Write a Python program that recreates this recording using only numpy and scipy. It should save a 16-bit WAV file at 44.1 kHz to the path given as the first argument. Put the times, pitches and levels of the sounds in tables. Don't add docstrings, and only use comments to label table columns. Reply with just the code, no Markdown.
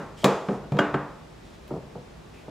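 import sys
import numpy as np
from scipy import signal
from scipy.io import wavfile
from scipy.ndimage import uniform_filter1d

SR = 44100
rng = np.random.default_rng(int(sys.argv[2]) if len(sys.argv) > 2 else 0)


def generate_wav(sig):
    pcm = np.round(np.clip(np.atleast_2d(sig).T, -1, 1) * 32767).astype(np.int16)
    wavfile.write(sys.argv[1], SR, pcm)


N = 110250
AGE = np.arange(3 * SR // 4) / SR
BAND_EDGES_HZ = 22 * 2 ** (np.arange(20) / 2)

# frequency_hz, octave_level_db
AIR_SPECTRUM = [(25, -80), (35, -64.5), (50, -52), (75, -58), (110, -54), (160, -52.5), (300, -55),
                (700, -57), (1400, -60.5), (3000, -62.5), (6000, -65.5), (10000, -73), (15000, -79)]
# frequency_hz, side_to_mid_db
AIR_WIDTH = [(40, -25.5), (400, 0), (1500, -3), (3000, -3.5), (6000, -5.5), (12000, -3)]
# frequency_hz, relative_to_direct_db
EARLY_LEVEL = [(100, -15.5), (700, -8.5), (2500, -16), (7000, 0.5), (14000, -4.5)]
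# frequency_hz, relative_to_direct_db
ROOM_LEVEL = [(100, -5.5), (300, -6), (800, 1), (2000, -3), (4000, -6.5), (7500, -4), (14000, -15)]
# frequency_hz, t60_s
ROOM_T60 = [(100, 1), (260, 0.57), (700, 0.71), (1840, 0.53), (4850, 0.57), (12800, 0.51)]
# frequency_hz, side_to_mid_db
ROOM_WIDTH = [(100, -30.5), (1000, -21.5), (2800, -15), (5500, -7), (12000, 0.5)]
EARLY_T60_S, EARLY_BUILD_S, ROOM_BUILD_S, DIRECT_WIDTH_DB = 0.1, 0.0035, 0.018, -28.5

# start_s, length_s, level_db, resonance_hz, upper_ring_db, grit_db
SLIDES = [(0.161, 0.14, -55.5, 3140, -12, 0), (0.439, .13, -73.5, 5200, -13, 14),
          (1.437, 0.12, -71.5, 3470, -16, 5.5), (2.32, 0.1, -58, 2440, -30, -23)]
SLIDE_WIDTH_HZ, UPPER_RING_HZ, UPPER_WIDTH_HZ = 420, 6700, 700
GRIT_BAND_HZ, SLIDE_FADE_S = [1500, 6500], 0.024

# frequency_hz, t60_s
CLATTER_T60 = [(100, 0.17), (450, 0.092), (1400, 0.039), (3500, 0.022), (12000, 0.012)]
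# pitch_hz, level_db, t60_s
HOUSING_MODES = [(196.3, -1, .33), (393, -8.5, 0.1), (465.5, -7, 0.27), (495, -12.5, 0.29),
                 (545, -13, 0.39), (723, -4.5, 0.3), (834, -8.5, 0.32), (974, -13.5, 0.6),
                 (1072, -16.5, 0.53), (1250, -25.5, 0.62), (2015, -23, 0.14), (2410, -11.5, 0.2),
                 (3829, -7, 0.1), (4180, -5.5, .07), (5530, -17, .1)]
# pitch_hz, level_db, t60_s
BOOM_MODES = [(142.3, 2.5, .24)]
# pitch_hz, level_db, t60_s
BASKET_MODES = [(295.8, 2.5, 0.43), (387, -4, 0.24), (567.8, -4, 0.25), (683, -15, 0.33), (1148, -15, 0.28),
                (1470, -9, .36), (1540, -6.5, 0.18), (1616, -13, 0.27), (2360, -19, .08), (2854, -8, 0.2),
                (3160, 0, 0.044), (3228, -5, 0.049), (4770, -18, 0.14), (7240, -0.5, 0.064),
                (7350, -9, 0.17), (12900, -2, .06)]
RING_SPREAD_DB = 3.5
RADIATION_HZ = 124
HARDNESS_FROM_HZ = 1600

# start_s, gain_db
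SEAL_TICKS = [(1.679, -57), (1.686, -71)]
# frequency_hz, level_db
TICK_SPECTRUM = [(70, 18), (1200, 0), (3000, -1), (8000, -11), (13000, -5), (16000, -8)]
# start_s, gain_db
LUG_BUMPS = [(1.706, -33), (1.7150, -33.5), (1.7360, -35), (1.7630, -34), (1.9525, -37.5), (1.9750, -44),
             (2.4800, -36)]
# frequency_hz, level_db
BUMP_SPECTRUM = [(70, -21), (140, 6), (200, -4.5), (400, 4), (750, -4.5), (1100, -8.5), (1700, -34),
                 (3000, -41), (15000, -46)]
BUMP_HOUSING_DB, BUMP_ROOM_DB = -3.5, -4.5
# start_s, thud_db, body_db, clank_db, click_db, sparkle_db, housing_db, boom_db, basket_db, room_db
KNOCKS = [ (-0.030, -26.5, -31.5, -33, -44, -51, -9, -54, -39, 2),
          (0.2340, -36, -18.5, -44, -69, -79, -15, -57, -55, -17),
          (0.2426, -21.5, -12, -22, -18.5, -33.5, 1, -26, -47, -1),
          (0.2578, -34, -18, -24, -39, -54, -23, -35, -55, 0.5),
          (0.4860, -21.5, -23.5, -33, -46, -82, -1.5, -32, -39.5, -0.5),
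          (0.5066, -25, -28.5, -46, -57, -75, -9, -36, -57, -4),
          (0.639, -42, -67, -67, -74, -88, -5, -38.5, -50.5, 3),
          (0.7200, -29, -29.5, -42, -45, -63.5, -0.5, -22, -63, 3),
          (0.7465, -27.5, -35, -56, -59, -68, -3.5, -25.5, -62, 13),
          (0.7690, -41, -30, -43, -44, -70, -4.5, -54, -55, 9),
          (0.7881, -18, -23, -18, -27.5, -51.5, -14, -57, -16.5, -1),
          (0.9414, -22.5, -25.5, -23.5, -37.5, -70, -6.5, -25, -29.5, -1), ]
COLOUR_HZ = [150, 480, 1400, 3500, 12000]
# frequency_hz, gain_db
KNOCK_SPECTRUM = [(70, -40), (105, -22.5), (150, -2), (220, -2.5), (330, -0.5), (480, 4), (720, -5.5),
                  (1000, 3), (1450, -0.5), (2000, -2), (3000, -4), (5000, -6), (7300, -3), (10000, -7.5),
                  (15000, -3)]


def from_db(db):
    return 10 ** (np.asarray(db) / 20)


def rms_one(x):
    return x / np.sqrt(np.mean(x ** 2) + 1e-20)


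def at_hz(points, hz):
    frequencies, values = np.transpose(points)
    return np.interp(np.log(hz), np.log(frequencies), values)


def add(out, start_s, sound):
    start = int(round(start_s * SR))
    first, end = max(start, 0), min(start + sound.shape[-1], N)
    out[:, first:end] += sound[..., first - start:end - start]


def bands():
    return [(np.sqrt(low * high), signal.butter(2, [low, high], "band", fs=SR, output="sos"))
            for low, high in zip(BAND_EDGES_HZ, BAND_EDGES_HZ[1:])]


def stereo(pair, width_db):
    return pair[0] + from_db(width_db) * pair[1] * np.array([[1], [-1]])


def kitchen_air():
    out = np.zeros((2, N))
    for hz, band in bands():
        noise = rms_one(signal.sosfilt(band, rng.standard_normal((2, N))))
        gain = from_db(at_hz(AIR_SPECTRUM, hz)) / np.sqrt(2)
        out += gain * stereo(noise, at_hz(AIR_WIDTH, hz))
    return out


def resonance(force, hz, width_hz):
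    radius = np.exp(-np.pi * width_hz / SR)
    feedback = [1, -2 * radius * np.cos(2 * np.pi * hz / SR), radius ** 2]
    return rms_one(signal.lfilter([1, 0, -1], feedback, force))


def rim_friction():
    out = np.zeros((2, N))
    grit_band = signal.butter(2, GRIT_BAND_HZ, "band", fs=SR, output="sos")
    for start_s, length_s, level_db, hz, upper_db, grit_db in SLIDES:
        grains = rng.standard_normal((2, len(AGE))) * rng.exponential(1, (2, len(AGE)))
        grit = from_db(grit_db) * rms_one(signal.sosfilt(grit_band, grains))
        upper_ring = from_db(upper_db) * resonance(grains, UPPER_RING_HZ, UPPER_WIDTH_HZ)
        rub = resonance(grains, hz, SLIDE_WIDTH_HZ) + upper_ring + grit
        stroke = np.clip(np.minimum(AGE, length_s + SLIDE_FADE_S - AGE) / SLIDE_FADE_S, 0, 1)
        add(out, start_s, from_db(level_db) * stroke * stereo(rub, width_db=-15))
    return out


def burst_power(t60_s, build_s=0):
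    rise = 1 - np.exp(-AGE / (build_s + 1e-6))
    power = (rise * (from_db(-60 * AGE / t60_s) + 1e-9)) ** 2
    return power / power.sum() * .005 * SR


def diffuse_response():
    response = []
    for hz, band in bands()[3:]:
        noise = signal.sosfilt(band, rng.standard_normal((2, N)))
        local_power = uniform_filter1d(noise ** 2, size=int(SR * (.002 + 2 / hz)), axis=1)
        carrier = noise / np.sqrt(local_power + 1e-12)
        direct = burst_power(at_hz(CLATTER_T60, hz))
        early = from_db(at_hz(EARLY_LEVEL, hz)) ** 2 * burst_power(EARLY_T60_S, EARLY_BUILD_S)
        room = from_db(at_hz(ROOM_LEVEL, hz)) ** 2 * burst_power(at_hz(ROOM_T60, hz), ROOM_BUILD_S)
        response.append((hz, band, carrier, direct, early, room))
    return response


def clatter(response, spectra, room_db):
    mid_side = np.zeros((2, len(AGE)))
    offset = rng.integers(SR // 8, N - len(AGE))
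    for hz, band, carrier, direct, early, room in response:
        reflected = early + from_db(room_db) ** 2 * room
        side = from_db(DIRECT_WIDTH_DB) ** 2 * direct + from_db(at_hz(ROOM_WIDTH, hz)) ** 2 * reflected
        burst = carrier[:, offset:offset + len(AGE)] * np.sqrt([direct + reflected, side])
        band_db = sum(at_hz(spectrum, hz) for spectrum in spectra)
        mid_side += from_db(band_db) * signal.sosfilt(band, burst)
    return stereo(mid_side, width_db=0)


def free_modes(table):
    sines = [(-1) ** k * from_db(db - 60 * AGE / t60_s) * np.sin(2 * np.pi * hz * AGE)
             for k, (hz, db, t60_s) in enumerate(table)]
    return signal.sosfilt(signal.butter(2, RADIATION_HZ, "high", fs=SR, output="sos"), sines)


def ring(modes, level_db):
    return from_db(level_db + RING_SPREAD_DB * rng.standard_normal(len(modes))) @ modes


def portafilter():
    out, response = np.zeros((2, N)), diffuse_response()
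    housing, boom, basket = free_modes(HOUSING_MODES), free_modes(BOOM_MODES), free_modes(BASKET_MODES)
    housing_hz, basket_hz = np.array(HOUSING_MODES)[:, 0], np.array(BASKET_MODES)[:, 0]
    for start_s, *colour_db, housing_db, boom_db, basket_db, room_db in KNOCKS:
        colour = list(zip(COLOUR_HZ, colour_db))
        treble_db = at_hz(colour, np.maximum(basket_hz, HARDNESS_FROM_HZ))
        hardness_db = treble_db - at_hz(colour, HARDNESS_FROM_HZ)
        ringing = ring(housing, housing_db + at_hz(colour, housing_hz))
        ringing += ring(boom, boom_db)
        ringing += ring(basket, basket_db + hardness_db)
        add(out, start_s, clatter(response, [colour, KNOCK_SPECTRUM], room_db) + ringing)
    for start_s, gain_db in LUG_BUMPS:
        ringing = ring(housing, gain_db + BUMP_HOUSING_DB + at_hz(BUMP_SPECTRUM, housing_hz))
        bump = from_db(gain_db) * clatter(response, [BUMP_SPECTRUM], BUMP_ROOM_DB)
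        add(out, start_s, bump + ringing)
    for start_s, gain_db in SEAL_TICKS:
        add(out, start_s, from_db(gain_db) * clatter(response, [TICK_SPECTRUM], room_db=1))
    return out


def scene():
    return portafilter() + rim_friction() + kitchen_air()


def record(dry):
    cutoff_hz = 15600
    return signal.sosfilt(signal.ellip(10, .1, 80, cutoff_hz, fs=SR, output="sos"), dry)


dry = scene()
out = record(dry)
generate_wav(out)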